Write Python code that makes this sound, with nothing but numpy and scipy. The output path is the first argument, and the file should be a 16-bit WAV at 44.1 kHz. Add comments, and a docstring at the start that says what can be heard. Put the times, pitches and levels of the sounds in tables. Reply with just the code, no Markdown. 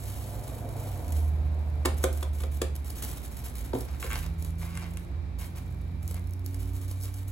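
"""Dry grains poured into a wire strainer

Fine grains run from a plastic tub into a wire-mesh strainer on a kitchen counter, close to two microphone ports.
Random tiny impacts make hiss and ticks in the mesh; decaying modes and noise make the tub's knocks, scrapes and taps.
A strainer shake is a row of throws. Outside, an engine changes speed (sine harmonics) beside a fainter drone.
An appliance hums in wavering sines over coloured-noise room air; dense reflections make the small room."""
import sys
import numpy as np
from scipy import signal
from scipy.fft import rfft, irfft
from scipy.io import wavfile
from scipy.ndimage import uniform_filter1d

SR = 44100
rng = np.random.default_rng(int(sys.argv[2]) if len(sys.argv) > 2 else 0)


def bounce(signal):
    """Save signal as a 16-bit WAV file at the path given by the first command-line argument."""
    frames = np.transpose(np.atleast_2d(signal))
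    limited = np.clip(frames, -1, 1)
    pcm = np.round(limited * 32767).astype(np.int16)
    wavfile.write(sys.argv[1], SR, pcm)


N = 322371
T = np.arange(N) / SR
HZ = np.fft.rfftfreq(N, 1 / SR)

# Strokes of tub and hands rubbing on the counter. Each row: start in seconds, length in seconds, level in dB.
RUBS = [(3.871, 0.1, -56.5), (4.032, 0.046, -46), (4.103, 0.036, -42.5), (4.155, 0.033, -42.5),
        (4.224, 0.041, -49.5), (4.61, 0.27, -53), (4.67, 0.094, -55.5), (4.775, 0.016, -48.5),
        (4.812, 0.037, -50.5), (5.386, 0.06, -52.5), (5.548, 0.042, -55), (6.138, 0.04, -51),
        (7.049, 0.029, -52)]
RUB_ATTACK_S, RUB_T60_S = 0.0026, 0.065
# Spectrum of rattling grains and snaps on the tub. Each row: frequency in Hz, relative density in dB per Hz.
RATTLE = [(800, -6), (2200, -2.5), (3500, -2.5), (5200, -7.5), (7500, 2.5), (10500, 2), (13000, -6),
          (16000, -11)]


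def undb(db):
    """Decibels to gain."""
    return 10 ** (np.asarray(db) / 20)


def unit(x):
    """Scale to rms 1."""
    return x / np.sqrt(np.mean(x ** 2))


def unit_energy(x):
    """Scale to energy 1."""
    return x / np.linalg.norm(x)


def curves(rows):
    """Each column of a table, joined by straight lines in time."""
    s, *columns = np.transpose(rows)
    return [np.interp(T, s, column) for column in columns]


def stroke(rows, fade_s=0.1):
    """Gain of a level curve, faded linearly to silence outside its span."""
    inside_s = np.minimum(T - rows[0][0], rows[-1][0] - T)
    return undb(curves(rows)[0]) * np.clip(1 + inside_s / fade_s, 0, 1)


def walk(rate_hz):
    """Slow random curve, spread near 1: stepped noise smoothed twice."""
    k = int(SR / rate_hz)
    steps = np.repeat(rng.standard_normal(N // k + 1), k)
    return 1.4 * uniform_filter1d(uniform_filter1d(steps, k), k)[:N]


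def colour(x, points, size=1024):
    """Minimum-phase filter of unit energy with the given spectrum."""
    hz, db = np.transpose(points)
    grid_hz = np.maximum(np.fft.rfftfreq(size, 1 / SR), 1)
    cepstrum = irfft(np.log(undb(np.interp(np.log(grid_hz), np.log(hz), db))))
    # folding the cepstrum makes the filter causal
    cepstrum[1:size // 2] *= 2
    cepstrum[size // 2 + 1:] = 0
    response = irfft(np.exp(rfft(cepstrum)))
    return signal.oaconvolve(x, unit_energy(response))[:N]


def fade_out(t, t60_s):
    """Exponential decay, 60 dB in t60_s."""
    return np.exp(-np.log(1000) * t / t60_s)


def add(track, s, sound):
    """Mix a sound into a track at s seconds."""
    i = max(int(s * SR), 0)
    track[i:i + len(sound)] += sound[:max(N - i, 0)]


def grains(rate_per_s, spread_db):
    """Random tiny impacts of uneven size and either sign; rms 1."""
    hit = rng.random(N) < rate_per_s / SR
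    sign = rng.choice([-1, 1], N)
    size_db = spread_db * np.clip(rng.standard_normal(N), -2.5, 2.5)
    return unit(hit * sign * undb(size_db))


def bursts(times_s, levels_db, hold_s, t60_s, tail_db, tail_t60_s):
    """Envelope of blows: a short held contact, a quick release, then a slower tail."""
    t, envelope = T[:SR // 2], np.zeros(N)
    release = fade_out(np.maximum(t - hold_s, 0), t60_s)
    tail = undb(tail_db) * fade_out(t, tail_t60_s)
    for s, db in zip(times_s, levels_db):
        add(envelope, s, undb(db) * (release + tail))
    blur_s = 0.002  # each side of a landing's edge
    window = np.hanning(max(int(2 * blur_s * SR), 3))
    return signal.oaconvolve(envelope, window / window.sum(), mode="same")


def moves(rows, attack_s, t60_s):
    """Envelope of movements: swell, hold, die away; overlapping ones add in power."""
    t, power = T[:SR], np.zeros(N)
    for s, length_s, db in rows:
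        swell = np.minimum(t / attack_s, 1)
        add(power, s, (undb(db) * swell * fade_out(np.maximum(t - length_s, 0), t60_s)) ** 2)
    return np.sqrt(power)


def snaps(rows):
    """Very short noise bursts where two hard things meet."""
    t, out = T[:SR // 50], np.zeros(N)
    for s, db in rows:
        buzz = rng.standard_normal(len(t)) * fade_out(t, 0.0086)
        add(out, s, undb(db) * unit_energy(buzz))
    return out


def strainer(flutter_db=1.5):
    """Grains strike the wires, more of them the faster the heap moves; small and big clumps land among them."""
    # Big clumps thrown against the wire. Each row: start in seconds, level in dB.
    big_clumps = [(.155, -49), (1.204, -43), (1.944, -44), (2.031, -30), (2.128, -36.5), (2.147, -46),
                  (2.174, -36.5), (2.572, -47), (2.754, -40), (2.762, -35.5), (2.902, -38), (2.983, -39),
                  (3.04, -33), (3.048, -31.5), (3.251, -40.5), (3.26, -42), (3.786, -38), (3.808, -35.5),
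                  (4.0, -39), (4.13, -31.5), (4.178, -37), (4.262, -37.5), (4.424, -36.5), (4.4476, -35.5),
                  (4.505, -48), (6.029, -44.5), (6.111, -37), (6.143, -36), (6.544, -38), (6.764, -39),
                  (6.912, -36), (7.056, -46), (7.284, -49)]
    # Spectra of hiss and big clumps. Each row: frequency in Hz, relative density in dB per Hz.
    mesh_spectrum = [(600, -0.5), (2000, -7.5), (3700, -4.5), (5200, -7), (7000, -3.5), (9500, 1),
                     (12000, 1), (14000, -6), (16000, -4)]
    tick_spectrum = [(600, 5), (2000, -10), (3500, -4), (5500, -2.5), (7500, 0.5), (10000, 6.5),
                     (13000, 2.5), (16000, -6)]
    clumps_per_s, clump_db, clump_decay_s = 27, 4, 0.0049  # small clumps, level relative to the flow

    flow = heap_flow()
    rain = grains(rate_per_s=5000 * (flow / undb(-52)) ** .6, spread_db=3.8)
    landings = grains(rate_per_s=9000, spread_db=3)
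    size_db = clump_db + 1.6 * np.clip(rng.standard_normal(N), -2, 2)
    falls = (rng.random(N) < clumps_per_s / SR) * undb(size_db)
    clump_shape = np.exp(-(T[:SR // 10] / clump_decay_s) ** 2)
    clumps = signal.oaconvolve(falls, clump_shape)[:N] * landings
    flutter = undb(flutter_db * walk(110))
    hiss = flow * (undb(-1.83) * rain * flutter + clumps)
    envelope = bursts(*np.transpose(big_clumps), hold_s=0.0012, t60_s=0.012, tail_db=-29.0, tail_t60_s=0.03)
    return colour(hiss, mesh_spectrum) + colour(envelope * landings, tick_spectrum)


def heap_flow():
    """Grain flow over the mesh: the poured stream, single slips, and a throw at each turn of a shake."""
    # Grains falling from tub to mesh. Each row: time in seconds, level in dB.
    stream = [(0, -47.5), (.5, -50.5), (.68, -55), (.82, -48), (1.11, -52.5), (1.17, -46.5), (1.35, -61.5),
              (1.82, -63)]
    # Heap slips on a jolt or tilt. 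Each row: start in seconds, length in seconds, level in dB.
    slips = [(1.96, 0.072, -49), (2.125, 0.089, -51), (2.325, 0.11, -51.5), (2.51, 0.052, -50.5),
             (2.745, 0.01, -51), (2.84, 0.071, -50), (2.95, 0.038, -44.5), (3.015, 0.036, -42),
             (3.08, 0.094, -49), (3.225, 0.03, -46.5), (3.305, 0.031, -50), (3.365, 0.026, -49),
             (3.435, 0.021, -44), (3.55, 0.039, -47), (3.635, 0.033, -51.5), (3.735, 0.077, -48),
             (3.84, 0.19, -58), (3.995, 0.07, -46.5), (4.085, 0.15, -47.5), (4.375, .11, -53.5),
             (4.58, 0.077, -49), (4.68, 0.14, -55), (4.82, 0.21, -58), (5.38, 0.081, -48.5),
             (5.55, 0.022, -49), (5.66, 0.88, -65.5), (6.02, 0.11, -57), (6.075, 0.046, -50.5),
             (7.13, 0.074, -52), (7.27, 0.04, -51.5)]
    attack_s, t60_s = 0.0097, 0.24
    trickle_db, trickle_t60_s = -9.5, 1  # stray grains keep falling after every move
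    start_s, end_s, period_s = 6.438, 7.1, .148  # shaking to and fro
    shake_db, growth_db_per_s, return_db = -52, 5.5, -4.5  # the way back is weaker
    throw_s, uneven_s, uneven_db = 0.05, 0.003, -0.2

    throws = []
    for k, s in enumerate(np.arange(start_s, end_s, period_s / 2)):
        late, strong = rng.standard_normal(2)
        db = shake_db + growth_db_per_s * (s - start_s) + return_db * (k % 2) + uneven_db * strong
        throws.append((s + uneven_s * late, throw_s, db))
    running = moves(slips + throws, attack_s, t60_s)
    trickle = undb(trickle_db) * moves(slips + throws, attack_s, trickle_t60_s)
    return np.sqrt(running ** 2 + trickle ** 2 + stroke(stream) ** 2)


def frame_clicks():
    """The wire frame snaps against the plate; its rim drags over the dusty glaze."""
    # Single clicks. Each row: start in seconds, level in dB.
    clicks = [(2.904, -16), (3.462, -18), (6.078, -15), (6.195, -29), (6.272, -28), (6.295, -32),
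              (6.309, -28), (6.3355, -23), (6.394, -30), (6.462, -11.5), (6.658, -28), (6.881, -24),
              (7.141, -21), (7.283, -22)]
    # Frame spectrum. Each row: frequency in Hz, relative density in dB per Hz.
    wire_spectrum = [(3000, -20), (4900, -1), (6700, -4), (10500, 4), (16000, -1.5)]
    rim_drag = (7, 0.06, -46)  # start s, length s, level dB, as the strainer changes hands
    drag = grains(rate_per_s=2500, spread_db=8) * moves([rim_drag], RUB_ATTACK_S, RUB_T60_S)
    return colour(snaps(clicks) + drag, wire_spectrum)


def tub_knocks(spot_db=2.5):
    """The thin plastic cracks, thuds and rings; the last grains jump and land."""
    # Blows. Each row: start in seconds, body level in dB, crack level in dB, grain rattle level in dB,
    # corner frequency in Hz above which the contact excites modes less.
    knocks = [(1.851, -26.5, -32, -36, 1513), (1.8555, -27, -26, -25, 2200),
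              (2.0387, -24, -33.5, -25, 2200), (2.227, -41, -35.5, -37.5, 2500),
              (2.404, -49, -43, -43, 2500), (2.435, -39.5, -40.5, -46, 1199),
              (2.6161, -28.5, -30, -29, 1200), (3.7323, -32.5, -42.5, -52, 980),
              (3.75, -28.5, -47, -59, 330), (4.042, -39, -44, -42, 600)]
    # Modes of the tub at rest. Each row: frequency in Hz, level in dB, T60 in seconds.
    tub_modes = [(188, -5, 0.12), (263.1, -11, 0.06), (325, -10, 0.057), (404.8, 3, 0.12), (532, -5, 0.084),
                 (577, 0, 0.12), (702, -6, 0.084), (847, -8, 0.035), (1030, -7.5, 0.02), (1180, 1, 0.023),
                 (1370, -5, 0.027), (1670, 1.5, 0.023), (2440, 3.5, 0.014)]
    # Spectra of the dense modes of floor and rim, and of the crack.
    # Each row: frequency in Hz, relative density in dB per Hz.
    thud_spectrum = [(120, -22), (230, -5.5), (330, -2.5), (480, -0.5), (640, -6.5), (800, -12),
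                     (1100, -15), (1600, -27), (3000, -33), (8000, -58)]
    crack_spectrum = [(120, -12), (300, -3), (600, -5), (1050, 5), (1600, -1.5), (2300, -4), (3500, -5.5),
                      (5000, -8), (12000, -49)]
    flex, flex_s = 0.12, 0.044  # the buckled wall starts this fraction flat and springs back
    contact_s = 0.0036  # tub and rim chatter

    t, body = T[:SR // 2], np.zeros(N)
    hz, db, t60_s = np.transpose(tub_modes)[:, :, None]
    s, body_db, crack_db, rattle_db, contact_hz = np.transpose(knocks)
    chances = rng.standard_normal((len(knocks), 3, len(tub_modes), 1))
    flexed_t = t - flex * flex_s * (1 - np.exp(-t / flex_s))
    build_up = 1 - np.exp(-t * hz / 1.1)  # about a cycle per mode
    for start_s, blow_db, corner_hz, chance in zip(s, body_db, contact_hz, chances):
        detune = 1 + chance[0] / 100  # by the grip
        ring = np.sin(2 * np.pi * (hz * detune * flexed_t + chance[1]))
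        softness = 1 / np.hypot(1, (hz / corner_hz) ** 2)
        spot = undb(db + spot_db * np.tanh(chance[2]))  # each spot struck favours other modes
        modes = softness * build_up * spot * fade_out(t, t60_s) * ring
        add(body, start_s, undb(blow_db) * np.sum(modes, axis=0))
    thud = bursts(s, body_db - 9, hold_s=0.0062, t60_s=0.038, tail_db=-4.5, tail_t60_s=0.26)
    thud = thud * rng.standard_normal(N)
    crack = bursts(s, crack_db, hold_s=contact_s, t60_s=0.016, tail_db=-22, tail_t60_s=0.19)
    crack = crack * rng.standard_normal(N)
    rattle = bursts(s, rattle_db, hold_s=contact_s, t60_s=0.011, tail_db=-13.5, tail_t60_s=0.18)
    rattle = rattle * grains(rate_per_s=3500, spread_db=3)
    return body + colour(thud, thud_spectrum) + colour(crack, crack_spectrum) + colour(rattle, RATTLE)


def counter_thud():
    """The wooden top answers dully when the tub is set down; its low modes ring longer and come later."""
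    # Modes of the wooden counter. Each row: frequency in Hz, level in dB, T60 in seconds.
    counter_modes = [(118, 1.5, 0.17), (267.5, 3.5, 0.14), (378, 4.5, 0.1), (513, 6.5, 0.042),
                     (630, 1, 0.026), (917, -1.5, 0.034)]
    set_down_s, blow_db = 3.733, -30.5
    bend_s = 0.00925  # slow bending waves: delay of a mode two octaves below the highest

    t, thud = T[:SR // 2], np.zeros(N)
    hz, db, t60_s = np.transpose(counter_modes)[:, :, None]
    modes = undb(blow_db + db) * fade_out(t, t60_s) * np.sin(2 * np.pi * hz * t)
    delays_s = bend_s * (np.sqrt(hz.max() / hz[:, 0]) - 1)
    for delay_s, mode in zip(delays_s, modes):
        add(thud, set_down_s + delay_s, mode)
    return thud


def sliding():
    """The heap slips down the tub wall; plastic and skin catch and slip on the gritty wood."""
    # Grains sliding down the wall. Each row: time in seconds, level in dB.
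    pour_levels = [(0, -52.5), (.35, -48.5), (.79, -45), (1.4, -52), (1.8, -50.5)]
    # Spectra of wall and rubbing. Each row: frequency in Hz, relative density in dB per Hz.
    wall_spectrum = [(150, -4.5), (290, 2), (420, -2.5), (550, 2.5), (720, 1), (880, -5.5), (1150, -13),
                     (1800, -21), (5000, -51)]
    rub_spectrum = [(200, -30), (500, 1), (800, 7.5), (1120, 3), (1500, 2.5), (2250, 5.5), (3200, -4),
                    (5000, -1.5), (8000, -9), (13000, -20)]
    grit_db, catch_db = -1, -5  # relative to the stroke

    pour = grains(rate_per_s=1800, spread_db=1.5) * stroke(pour_levels, fade_s=1.0) * undb(0.67 * walk(25.8))
    grit = unit(grains(rate_per_s=900, spread_db=4.5) * undb(5.1 * walk(140)))
    grit = grit * moves(RUBS, RUB_ATTACK_S, RUB_T60_S)
    return colour(pour, wall_spectrum) + undb(grit_db) * colour(grit, rub_spectrum) + undb(catch_db) * catches()


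def catches():
    """Stick and slip: uneven little jerks ring the tub."""
    out = np.zeros(N)
    gap_s = 0.007  # median time between catches
    for rub in RUBS:
        gap, force = rng.standard_normal((2, SR // 100))
        at = ((rub[0] + np.cumsum(gap_s * np.exp(.35 * gap))) * SR).astype(int)
        jerks = np.bincount(at, undb(4.2 * np.tanh(force)), N)[:N] * np.sqrt(gap_s * SR)
        jerks = jerks * moves([rub], RUB_ATTACK_S, RUB_T60_S)
        out += signal.oaconvolve(jerks, scrape_ring())[:N]
    return out


def scrape_ring(grip=0.019):
    """One ring of the tub's foot, of unit energy, with modes randomly detuned by the fraction grip."""
    # Resonances of the tub dragged over wood. Each row: frequency in Hz, level in dB, T60 in seconds.
    scrape_modes = [(1107, 2, 0.05), (1370, 1, .02), (1583, 0.5, 0.035), (1806, 0, 0.024),
                    (2120, 2.5, 0.022), (2300, 2.5, 0.023), (2760, 3.5, 0.017), (3300, -1.5, 0.017),
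                    (3900, -2, 0.01)]
    t = T[:SR // 10]
    hz, db, t60_s = np.transpose(scrape_modes)[:, :, None]
    detune, phase = rng.standard_normal((2, len(scrape_modes), 1))
    tones = np.sin(2 * np.pi * (hz * (1 + grip * detune) * t + phase))
    return unit_energy(np.sum(undb(db) * fade_out(t, t60_s) * tones, axis=0))


def tub_taps():
    """Single taps and a quick run of jumps: each is a snap and a short ring of the plastic."""
    # Tub foot on wood, fingernails on the wall. Each row: start in seconds, ring level in dB, snap level in dB.
    single_taps = [(4.0275, -11, -19), (4.753, -26, -23), (4.774, -16, -16), (4.972, -25, -17.5)]
    start_s, end_s, gap_s = 4.104, 4.143, .0092  # the tub judders as it is pushed aside
    judder_db, judder_snap_db = -13.5, -20
    taps = single_taps + [(s, judder_db, judder_snap_db) for s in np.arange(start_s, end_s, gap_s)]
    out = colour(snaps([(s, snap_db) for s, _, snap_db in taps]), RATTLE)
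    for s, ring_db, _ in taps:
        add(out, s, undb(ring_db) * scrape_ring())
    return out


def engine():
    """Through the walls only the firing tone and a few harmonics are left; these come and go and waver."""
    # Firing tone. Each row: time in seconds, firing rate in Hz, level in dB.
    firing = [(0, 97.1, -38), (.45, 104.5, -41.5), (.88, 100.4, -35.5), (1.03, 86.7, -38.5),
              (1.15, 76.8, -25), (1.6, 76.46, -28.5), (2.65, 72.96, -31), (3.2, 74.1, -44.5),
              (3.5, 69.4, -41), (3.95, 64.77, -43), (4.15, 76.9, -37), (4.3, 82.8, -39),
              (4.52, 81.4, -33.5), (4.75, 85, -40), (5.55, 85.4, -39.5), (6.2, 87.9, -34),
              (6.48, 91.85, -34), (7.31, 95.7, -35)]
    # Second, third and fourth harmonics. Each row: time in seconds, level in dB.
    second = [(0, -70), (1.0, -58), (1.35, -46.5), (2, -54.5), (3.2, -60.5), (4.05, -54), (4.3, -43),
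              (5.0, -43), (5.12, -51.5), (6.2, -47), (6.5, -65)]
    third = [(5.6, -68), (5.85, -56), (6.25, -60.5), (6.5, -48), (6.8, -50), (6.9, -58.5), (7.05, -53),
             (7.31, -58)]
    fourth = [(4.5, -69), (5.15, -55), (5.35, -64.5), (6.2, -64.5), (6.6, -55.5), (6.85, -60), (6.951, -84)]

    hz, db = curves(firing)
    phase = 2 * np.pi * np.cumsum(hz * (1 + .002 * walk(14))) / SR
    out = undb(db + .4 * walk(12)) * np.sin(phase)
    for k, levels in enumerate([second, third, fourth], 2):
        gain = undb(curves(levels)[0] + .8 * walk(7))
        out = out + gain * np.sin(k * phase + .1 * walk(8))
    return np.sqrt(2) * out


def far_drone():
    """A second, fainter low tone that comes and goes and drifts in pitch."""
    # Each row: time in seconds, frequency in Hz, level in dB.
    drone = [(0, 123, -51), (.75, 130, -44), (1.3, 127, -55), (5.0, 120, -62), (5.8, 128, -47),
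             (6.2, 138, -53), (6.5, 140, -68)]
    hz, db = curves(drone)
    return np.sqrt(2) * undb(db + walk(8)) * np.sin(2 * np.pi * np.cumsum(hz) / SR)


def appliance(drift_rad_per_db=0.463):
    """Motor and mains lines and a faint whine; most waver slightly, the 62.75 Hz line strongly."""
    # Each row: frequency in Hz, level in dB, waver in dB.
    hum_lines = [(59, -42.5, 2), (62.75, -48.5, 12), (119.2, -58, -1), (2200, -79, 1), (2343, -73.5, 2.5),
                 (3830, -81, 1.5)]
    out = np.zeros(N)
    for hz, db, waver_db in hum_lines:
        gain = undb(db + waver_db * np.tanh(walk(4.1)))
        out += gain * np.sin(2 * np.pi * hz * T + drift_rad_per_db * waver_db * walk(5))
    return np.sqrt(2) * out


def room_tone():
    """Steady air that swells a little."""
    # Air spectrum. Each row: frequency in Hz, relative density in dB per Hz.
    air_spectrum = [(20, -12), (35, -10.5), (55, 2), (90, -1), (130, -3.5), (200, -11), (270, -11),
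                    (450, -21), (750, -23), (1500, -32), (2350, -32.5), (2900, -40), (3400, -40.5),
                    (3850, -37), (4500, -42), (6500, -49), (15000, -55)]
    # Each row: time in seconds, level in dB.
    air_levels = [(0, -43), (4.5, -42), (6.5, -45.5)]
    mid, side = (unit(colour(rng.standard_normal(N), air_spectrum, size=8192)) for _ in range(2))
    swell_db = .8 * walk(6)
    return undb(curves(air_levels)[0] + swell_db) * diffuse(mid, side)


def kitchen(x):
    """Dense short reflections from counter, cupboards and walls, duller than the direct sound."""
    t = T[:SR // 2]
    tails = rng.standard_normal((2, len(t))) * fade_out(t, 0.31) * (t > .003)
    dull = colour(x, [(200, 0), (1000, 0), (4000, -1), (8000, -7), (15000, -8)])
    mid, side = (signal.oaconvolve(dull, unit_energy(tail))[:N] for tail in tails)
    return diffuse(mid, side)


def diffuse(mid, side, wide_hz=600):
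    """Sound from all around: the bass is much alike at both ports, the treble unrelated."""
    side = irfft(rfft(side) * np.clip(HZ / wide_hz, .35, 1), N)
    return mid + np.array([[1], [-1]]) * side


def at_ports(x, ripple_hz=380):
    """A near sound reaches the two ports at different times; the counter top scatters its phase."""
    # Left port's phase lead over the right. Each row: frequency in Hz, lead in radians, scatter in radians.
    port_phase = [(0, 0, 0), (300, 0, .3), (600, .3, .7), (1500, 1.1, .8), (4000, 1.4, .8), (4900, 2.0, .7),
                  (7000, -.1, .3), (22000, -20.85, .2)]
    hz, lead, scatter = np.transpose(port_phase)
    knots_hz = np.arange(0, SR / 2 + ripple_hz, ripple_hz)
    ripple = np.interp(HZ, knots_hz, rng.standard_normal(len(knots_hz)))
    phase = np.interp(HZ, hz, lead) + np.interp(HZ, hz, scatter) * ripple
    turn = np.exp(.5j * phase)  # half the lead each way
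    return irfft(rfft(x) * np.array([turn, turn.conj()]), N)


def scene(engine_pan_db=-3.0, appliance_pan_db=-6.0, air_pan_db=-1.0):
    """Strainer and tub close by, the kitchen around them; drones, hum and air are stronger on the right."""
    near = [strainer() + frame_clicks(), tub_knocks() + counter_thud(), sliding() + tub_taps()]
    out = undb(-11) * kitchen(sum(near))
    for x in near:
        out = out + at_ports(x)
    far = [(engine() + far_drone(), engine_pan_db), (appliance(), appliance_pan_db), (room_tone(), air_pan_db)]
    for x, left_over_right_db in far:
        out = out + x * undb(np.array([[left_over_right_db], [-left_over_right_db]]) / 2)
    return out


def record(dry):
    """A steep elliptic lowpass cuts the top."""
    top_hz = 15900
    return signal.sosfilt(signal.ellip(10, .2, 70, top_hz, fs=SR, output="sos"), dry)


dry = scene()
out = record(dry)
bounce(out)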